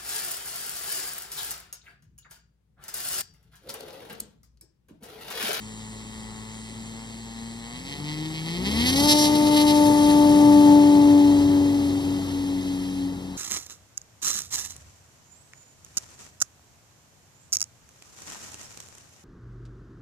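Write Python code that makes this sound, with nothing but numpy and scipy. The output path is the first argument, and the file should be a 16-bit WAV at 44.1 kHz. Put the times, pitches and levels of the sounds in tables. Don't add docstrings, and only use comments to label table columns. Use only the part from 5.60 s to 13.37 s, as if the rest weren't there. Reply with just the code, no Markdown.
import sys
import numpy as np
from scipy import signal
from scipy.fft import rfft, irfft, next_fast_len
from scipy.io import wavfile
from scipy.ndimage import uniform_filter1d

SR = 44100
rng = np.random.default_rng(int(sys.argv[2]) if len(sys.argv) > 2 else 0)


def dump(signal):
    limited = np.clip(np.atleast_2d(signal).T, -1, 1)
    pcm = np.round(limited * 32767).astype(np.int16)
    wavfile.write(sys.argv[1], SR, pcm)


N = 342657
TIME = np.arange(N) / SR
FULL_HZ, BLADES = 293, 3
ROLL_S, ACCEL_M_S2 = 3.3, 5.0
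RUN_UP_M, RUNWAY_M = 7.0, 12.0

# t/s, blade rate/Hz
THROTTLE = [(0, 107.6), (.25, 109.2), (.8, 109.4), (1.4, 112.7), (2.04, 115.4), (2.12, 119.5),
            (2.32, 141.5), (2.5, 151.2), (2.65, 156.4), (2.84, 159.3), (2.94, 171.5), (3.0, 181),
            (3.14, 217.5), (3.2, 235), (3.4, 285), (3.46, 295.6), (3.58, 297.7), (4.0, 295.9), (4.4, 293.5)]
def flight():
    motor_hz = np.interp(TIME, *np.transpose(THROTTLE)) * (1 + .0004 * walk(12))
    rolling_s = np.maximum(TIME - ROLL_S, 0)
    speed = ACCEL_M_S2 * rolling_s
    ahead = RUN_UP_M - speed * rolling_s / 2
    distance = np.hypot(ahead, RUNWAY_M)
    heard_hz = motor_hz / (1 - speed * ahead / distance / 343)
    octaves = np.log2(motor_hz / FULL_HZ)
    far = distance / RUNWAY_M
    off_nose_deg = np.degrees(np.arctan2(RUNWAY_M, ahead))
    return motor_hz, heard_hz, speed, (octaves, far, off_nose_deg)


def beam_db(beam, view):
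    db, db_per_octave, aim_deg, half_width_deg = beam
    octaves, far, off_nose_deg = view
    off_axis_db = 10 * np.log10(2) * ((off_nose_deg - aim_deg) / half_width_deg) ** 2
    return db + db_per_octave * octaves - 20 * np.log10(far) - off_axis_db


# level/dB, rise with revs/(dB/octave), aim off the nose/deg, half-width/deg
DRONE_BEAMS = [(-12.5, 19, 101.2, 27.5), (-26.5, 9, 84, 26), (-27.5, 43, 84, 20.5)]
# centre t/s, length/s, fundamental/dB, overtones/dB
DRONE_SWELLS = [(1.85, .6, -2.5, 2), (2.25, 0.15, -7, -3.5), (2.36, 0.056, -6, -8), (2.6, 0.46, 2.5, 0),
                (2.84, 0.16, 3, -2), (3.2, .07, 3, 0), (3.28, 0.18, -1, -4), (6.42, 0.05, -5, -2),
                (7.03, .038, -6, -8), (7.25, 0.7, 7, 6.5), (7.6, .077, -2, -5)]
def drone(passes, hz, view):
    first, second, third = (beam_db(beam, view) for beam in DRONE_BEAMS)
    _, far, _ = view
    swell_db, overtone_swell_db = swells_db(DRONE_SWELLS, order=3)
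    phase = 2 * np.pi * passes
    tone = -undb(first + swell_db + .2 * walk(30)) * np.sin(phase)
    for k, db in enumerate((second, third, third - 19), 2):
        notch_db = -19.5 * bell(np.log2(k * hz / 458), width=.36)
        tone += undb(db + overtone_swell_db + notch_db + .9 * walk(12)) * np.cos(k * phase)
    return np.sqrt(2) * tone * undb(.5 * far * walk(10))


SHAFT_ORDERS = (1, 2, 2, 4, 5, 7, 10)
# level/dB, rise with revs/(dB/octave), aim/deg, half-width/deg
WOBBLE_BEAMS = [(-32.5, 29, 131, 31), (-33.5, 18, 91, 15.9), (-28, 14, 170, 13), (-34.5, 9.2, 120.4, 26.1),
                (-47, 14, 136, 13), (-44, 11, 114, 30), (-45.5, 12, 108, 18)]
SPIN_UP_PUSH = [14.3, 8.1, 4, 10.6, 3, 3.3, 4.6]
# centre t/s, length/s, gain/dB
THROB_RIDE = [(3.2, .3, 1), (5.3, .5, -6), (5.63, .07, -8), (5.9, 0.58, 1.5), (6.45, 0.42, 2.5),
              (6.85, .3, -2)]
def wobble(passes, view):
    shaft_phase = 2 * np.pi * passes / BLADES
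    octaves, _, _ = view
    spin_up = uniform_filter1d(np.gradient(octaves) * SR, SR // 10)
    throb_db, = swells_db(THROB_RIDE)
    tones = 0
    for k, beam, push in zip(SHAFT_ORDERS, WOBBLE_BEAMS, SPIN_UP_PUSH):
        db = beam_db(beam, view) + push * spin_up + (k == 1) * throb_db + .84 * walk(11)
        tones += undb(db) * np.sin(k * shaft_phase + .58 * walk(15))
    return np.sqrt(2) * tones


SWISH_BEAM = (-39.5, 7.5, 33.5, 37)  # level/dB, rise/(dB/octave), aim/deg, half-width/deg
# f/Hz, level/dB
SWISH_EQ = [(400, 9), (590, -4), (780, 7), (1050, 8), (1250, -1), (1500, 0), (1900, 4.5), (2150, 2),
            (2400, -6), (3200, -32), (5000, -42)]
# centre t/s, length/s, gain/dB
SWISH_RIDE = [(.48, .05, -5), (.72, .4, 2.5), (1.05, .25, -2), (1.39, .07, 4), (1.6, .1, -5),
              (1.82, .22, 3), (1.96, .04, -4), (2.05, .12, 3), (2.21, .06, -6), (2.4, .15, 2),
              (2.49, .05, 5), (2.83, .04, -7), (3.14, .18, 4)]
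def swish(passes, hz, view):
    phase = 2 * np.pi * (passes + .002 * walk(83))
    lag_s, corner_hz = .001, 2000
    pulses, power = 0, 0
    for k in range(4, 24):
        gain = undb(read_curve(SWISH_EQ, k * hz))
        lag = 2 * np.pi * lag_s * corner_hz * (1 - np.exp(-k * hz / corner_hz))
        pulses += gain * np.cos(k * phase - lag)
        power += gain ** 2 / 2
    swell_db, = swells_db(SWISH_RIDE)
    return pulses / np.sqrt(power) * undb(beam_db(SWISH_BEAM, view) + swell_db + .8 * walk(20))


# centre t/s, length/s, boost/dB, brightness/dB
VORTEX_BURSTS = [(1.08, .08, 5, -1), (2.05, .05, 5, -3), (2.15, .1, 6, -3), (2.31, .11, 8, -1),
                 (2.5, .12, 8.5, -1), (2.63, .09, 4.5, -2), (2.77, .08, 7, -2), (2.89, .07, 9, -1),
                 (2.96, .05, 7, -1), (3.07, .05, 9.5, 0), (3.115, .025, 6, 0), (3.205, .1, 8.5, -2),
                 (3.285, .06, 10, 0), (3.335, .02, 7, 0), (3.372, .03, 7.5, 2), (3.403, .02, 8.5, 1),
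                 (3.44, .035, 6, 1), (3.51, .062, 13.5, 1), (3.565, .025, 4, 2), (3.612, .06, 9, 4),
                 (3.662, .035, 6.5, 0), (3.76, .035, 4.5, -1), (3.875, .025, 6, -3), (3.93, .035, 8, -4),
                 (3.99, .08, 11, -4), (4.095, .06, 11, -3), (4.165, .05, 6.5, -1), (4.49, .1, 10.5, -2),
                 (4.64, .04, 9, -5)]
def slap_envelope(view, speed):
    octaves, far, _ = view
    burst_db, bright_db = swells_db(VORTEX_BURSTS, order=4)
    relief_db = np.minimum(3 * speed, 27)
    return -27.5 + 20 * octaves - relief_db - 20 * np.log10(far) + burst_db, bright_db


# f/Hz, level/dB
FAST_CRACK_EQ = [(800, -40), (1400, -20), (1850, -4.5), (2300, -9), (2750, -2.5), (3300, -.5), (3900, -.5),
                 (4450, 1), (5300, -3.5), (6000, -3.5), (6500, -7), (7000, -14), (8600, -13), (9700, -6),
                 (10500, -2.5), (11500, -7), (12300, -16), (13500, -28)]
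# f/Hz, level/dB
SLOW_CRACK_EQ = [(600, -30), (1400, -15), (1900, 1), (2450, 0), (3100, 1), (3900, 1), (4500, 0), (5300, -7),
                 (6500, -13), (8000, -22), (10400, -19), (13000, -36)]
def slap(passes, hz, slap_db, jitter_s=7e-6, spread_db=1.4, sweep_s=.0015):
    hits = np.interp(np.arange(1, int(passes[-1])), passes, np.arange(N))
    chance = rng.standard_normal((len(hits), 2))
    hits += jitter_s * SR * chance[:, 0]
    taps = hits.astype(int)[:, None] + np.arange(-8, 9)
    offset = taps - hits[:, None]
    clicks = np.sinc(offset) * np.sinc(offset / 9) * undb(spread_db * chance[:, 1:])
    train = np.bincount(np.clip(taps, 0, N - 1).ravel(), clicks.ravel(), N)
    f = np.fft.rfftfreq(N, 1 / SR)
    delay_s = sweep_s * np.exp(-f / 4000)
    sweep = np.exp(-2j * np.pi * np.cumsum(delay_s) * f[1])
    chirps = irfft(rfft(train) * sweep, N) * np.sqrt(SR / hz)
    fast = (hz / hz.max()) ** 5
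    cracks = fast * colour(chirps, FAST_CRACK_EQ) + (1 - fast) * colour(chirps, SLOW_CRACK_EQ)
    return cracks * undb(slap_db + walk(60))


def tilt(cracks, bright_db):
    bark = signal.sosfiltfilt(signal.butter(4, 3400, fs=SR, output="sos"), cracks)
    spit = signal.sosfiltfilt(signal.butter(4, (5000, 7200), "band", fs=SR, output="sos"), cracks)
    return cracks + bark * (undb(-bright_db) - 1) + spit * (undb(bright_db) - 1)


# level/dB, rise/(dB/octave), aim/deg, half-width/deg
WASH_BEAM, HISS_BEAM, SIZZLE_BEAM = (-29, 13, 76, 124), (-34.5, 9.5, 26, 75), (-34, 16.5, 34.5, 42)
# f/Hz, level/dB
WASH_EQ = [(25, -34), (50, -8.5), (130, 0.5), (330, -2), (450, -8.5), (580, -15), (820, -9), (1000, -13),
           (1200, -18), (1400, -20.5), (2500, -34.5)]
# f/Hz, level/dB
HISS_EQ = [(900, -22), (1450, -8), (1700, -.5), (2050, .5), (2300, -3.5), (2650, 1), (3200, 0), (3900, 1),
           (4600, -2.3), (5700, -6.8), (6700, -6.5), (7500, -12), (8600, -13), (12000, -26)]
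# f/Hz, level/dB
SIZZLE_EQ = [(5000, -3), (6500, 4), (7400, -10), (8500, -4), (9500, 5), (10400, 8), (11200, 6), (12000, -6),
             (13500, -24)]
def turbulence(passes, view, slap_db, bright_db):
    octaves, _, _ = view
    hiss_gain = np.hypot(undb(beam_db(HISS_BEAM, view)), undb(slap_db - 17))
    stirred_db = slap_db + bright_db / 2 - 10.5 + 11 * octaves
    sizzle_gain = np.hypot(undb(beam_db(SIZZLE_BEAM, view)), undb(stirred_db))
    chop = .15 + .25 / (1 + hiss_gain / undb(slap_db))
    flutter_db = .45 * walk(35)
    wash = colour(puffs(passes, depth=.1, sharpness=1), WASH_EQ)
    wash *= undb(beam_db(WASH_BEAM, view) + .5 * walk(14))
    hiss = colour(puffs(passes, chop, sharpness=.89), HISS_EQ) * hiss_gain
    sizzle = colour(puffs(passes, chop, sharpness=7.82), SIZZLE_EQ) * sizzle_gain * undb(.4 * walk(18))
    return wash + (hiss + sizzle) * undb(flutter_db)


def wheels(view, speed, lift_off_s=7.37, release_s=.16):
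    _, far, _ = view
    airborne = np.clip((TIME - lift_off_s) / release_s, 0, 1)
    pace = speed / (ACCEL_M_S2 * (lift_off_s - ROLL_S))
    hiss = colour(rng.standard_normal(N), HISS_EQ)
    sizzle = undb(-4.5) * colour(rng.standard_normal(N), SIZZLE_EQ)
    return (hiss + sizzle) * undb(-35.5 - 7 * airborne + .4 * walk(25)) * pace ** 1.88 / far


# offset/shaft orders, base level/dB
WHINE_PARTIALS = [(-28, -60.5), (-15, -77), (-9, -75), (-6, -70), (-4, -72), (-3, -69.5), (-1, -72),
                  (0, -66.5), (2, -72), (3, -72), (6, -76), (15, -80), (28, -65)]
def whine(passes, motor_hz, carrier_hz=7811):
    turns = passes / BLADES
    fade_db = .5 * np.log2(motor_hz / motor_hz[0])
    tones = 0
    for order, db in WHINE_PARTIALS:
        gain = undb(db - abs(order) * fade_db + 1.2 * walk(20.2))
        tones += gain * np.sin(2 * np.pi * (carrier_hz * TIME + order * turns) + .4 * walk(50))
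    duty = np.minimum(motor_hz / FULL_HZ, 1)
    return np.sqrt(2) * tones * undb(6.5) * np.sin(np.pi * duty)


def airframe(passes, motor_hz, ring_hz=4130, width_hz=240, best_rate_hz=114.9, reach_hz=1.1):
    resonance = signal.iirpeak(ring_hz, ring_hz / width_hz, SR)
    ring = signal.lfilter(*resonance, puffs(passes, depth=.46, sharpness=2.4))
    return ring / np.std(ring) * undb(-57) / np.hypot(1, (motor_hz - best_rate_hz) / reach_hz)


# t/s, f/Hz, level/dB
THUMPS = [(.555, 73, -37), (2.383, 170, -29)]
def thumps(decay_s=.0055):
    tones = 0
    for start_s, hz, db in THUMPS:
        age = np.maximum(TIME - start_s, 0)
        envelope = age / decay_s * np.exp(1 - age / decay_s)
        tones += undb(db) * envelope * np.sin(2 * np.pi * hz * age)
    return tones


def hum(hz=51.6, level_db=-51.5):
    return np.sqrt(2) * undb(level_db) * np.sin(2 * np.pi * hz * TIME + .17 * walk(3))


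# f/Hz, level/dB
BREEZE_EQ = [(25, -10), (60, -3), (130, -5), (300, -12), (600, -21), (1200, -12), (2500, -34), (9000, -25),
             (13000, -60)]
def breeze(level_db=-53.5):
    air = np.array([colour(rng.standard_normal(N), BREEZE_EQ) for _ in range(2)])
    return air * undb(level_db + 1.5 * walk(3.4))


# f/Hz, left lead/rad
STEREO_PHASE = [(20, 0), (300, .38), (480, .45), (650, 1.1), (900, .8), (1550, 2.5), (2150, 1.6),
                (2400, 3.1), (2850, 2.9), (3200, 4.1), (3500, 4.4), (3750, 5.5), (4300, 6.3), (5000, 6.5),
                (5350, 7.8), (5650, 8), (6000, 6.1), (6350, 2.2), (6900, 2.6), (7400, 0), (8700, 0),
                (9800, -3), (10400, -3.2), (11700, -6.3)]
# f/Hz, left minus right/dB
STEREO_BALANCE = [(60, 2), (200, 3), (450, 3.5), (650, 6.8), (950, 7.3), (1250, 5.5), (1480, 1.5),
                  (1720, 8.5), (2050, 2.5), (2270, -3.5), (2550, .5), (2950, -4), (3300, -2), (4000, -1.8),
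                  (4850, .5), (5250, -1.3), (5620, 6.5), (6000, -3), (6400, 5), (6900, -1), (7650, -4),
                  (8450, -4.5), (8900, 2), (10000, .3), (12000, 0)]
# f/Hz, gain/dB
BODY_EQ = [(300, 0), (900, .5), (1500, -.5), (2000, 0), (2250, -4), (2450, 0), (2850, -.5), (3200, 3.5),
           (3500, -.5), (3850, -1), (4200, 1), (4600, 0), (4950, 3), (5250, -.5), (5600, 2.5), (6100, -1),
           (6550, 1), (6900, -1), (7450, -3), (7750, .5), (8500, -1.5), (9100, 2), (10000, 1), (12000, 0)]
# f/Hz, scattered share of the power/(0-1)
SCATTER_MIX = [(200, .005), (400, .03), (560, .16), (900, .05), (1450, .25), (1900, .08), (2250, .3),
               (2600, .06), (3600, .1), (4400, .03), (5000, .12), (5700, .25), (6200, .5), (6550, .25),
               (7450, .6), (7800, .3), (8400, .65), (8800, .2), (10200, .02), (11200, .2), (12000, .1)]
def field(tones, rasp, t60_s=.077):
    size = next_fast_len(N + SR)
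    f = np.fft.rfftfreq(size, 1 / SR)
    side = np.array([[.5], [-.5]])
    direct = np.exp(1j * side * read_curve(STEREO_PHASE, f))
    tail = rng.standard_normal((2, SR // 2)) * undb(-60 * TIME[:SR // 2] / t60_s)
    tail /= np.sqrt(np.sum(tail ** 2, axis=1, keepdims=True))
    wet = read_curve(SCATTER_MIX, f)
    paths = np.sqrt(1 - wet) * direct + np.sqrt(wet) * rfft(tail, size)
    ports = undb(read_curve(BODY_EQ, f) + side * read_curve(STEREO_BALANCE, f))
    return irfft((rfft(tones, size) * direct + rfft(rasp, size) * paths) * ports, size)[:, :N]


def undb(db):
    return 10 ** (np.asarray(db) / 20)


def read_curve(table, hz):
    f, value = np.transpose(table)
    return np.interp(np.log(np.maximum(hz, 1)), np.log(f), value)


def colour(x, eq, size=8192):
    gain = undb(read_curve(eq, np.fft.rfftfreq(size, 1 / SR)))
    cepstrum = irfft(np.log(gain / np.sqrt(np.mean(gain ** 2))))
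    fold = np.r_[1, np.full(size // 2 - 1, 2), 1, np.zeros(size // 2 - 1)]
    return signal.fftconvolve(x, irfft(np.exp(rfft(cepstrum * fold))))[:N]


def walk(rate_hz):
    hold = int(SR / rate_hz)
    steps = np.repeat(rng.standard_normal(N // hold + 1), hold)
    return 1.855 * uniform_filter1d(uniform_filter1d(steps, hold), hold)[:N]


def puffs(passes, depth, sharpness):
    peak = np.exp(sharpness * (np.cos(2 * np.pi * passes) - 1))
    return rng.standard_normal(N) * np.sqrt(1 - depth + depth * peak / peak.mean())


def bell(offset, width, order=2):
    return .5 ** (np.abs(2 * offset / width) ** order)


def swells_db(table, order=2):
    return sum(np.outer(db, bell(TIME - centre_s, length_s, order)) for centre_s, length_s, *db in table)


def scene():
    motor_hz, hz, speed, view = flight()
    passes = np.cumsum(hz) / SR
    slap_db, bright_db = slap_envelope(view, speed)
    cracks = tilt(slap(passes, hz, slap_db), bright_db)
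    tones = drone(passes, hz, view) + wobble(passes, view) + whine(passes, motor_hz) + thumps() + hum()
    rasp = (swish(passes, hz, view) + cracks + turbulence(passes, view, slap_db, bright_db)
            + airframe(passes, motor_hz) + wheels(view, speed))
    return field(tones, rasp) + breeze()


def record(dry):
    return signal.sosfilt(signal.ellip(8, .2, 70, 12700, fs=SR, output="sos"), dry)


dry = scene()
out = record(dry)
dump(out)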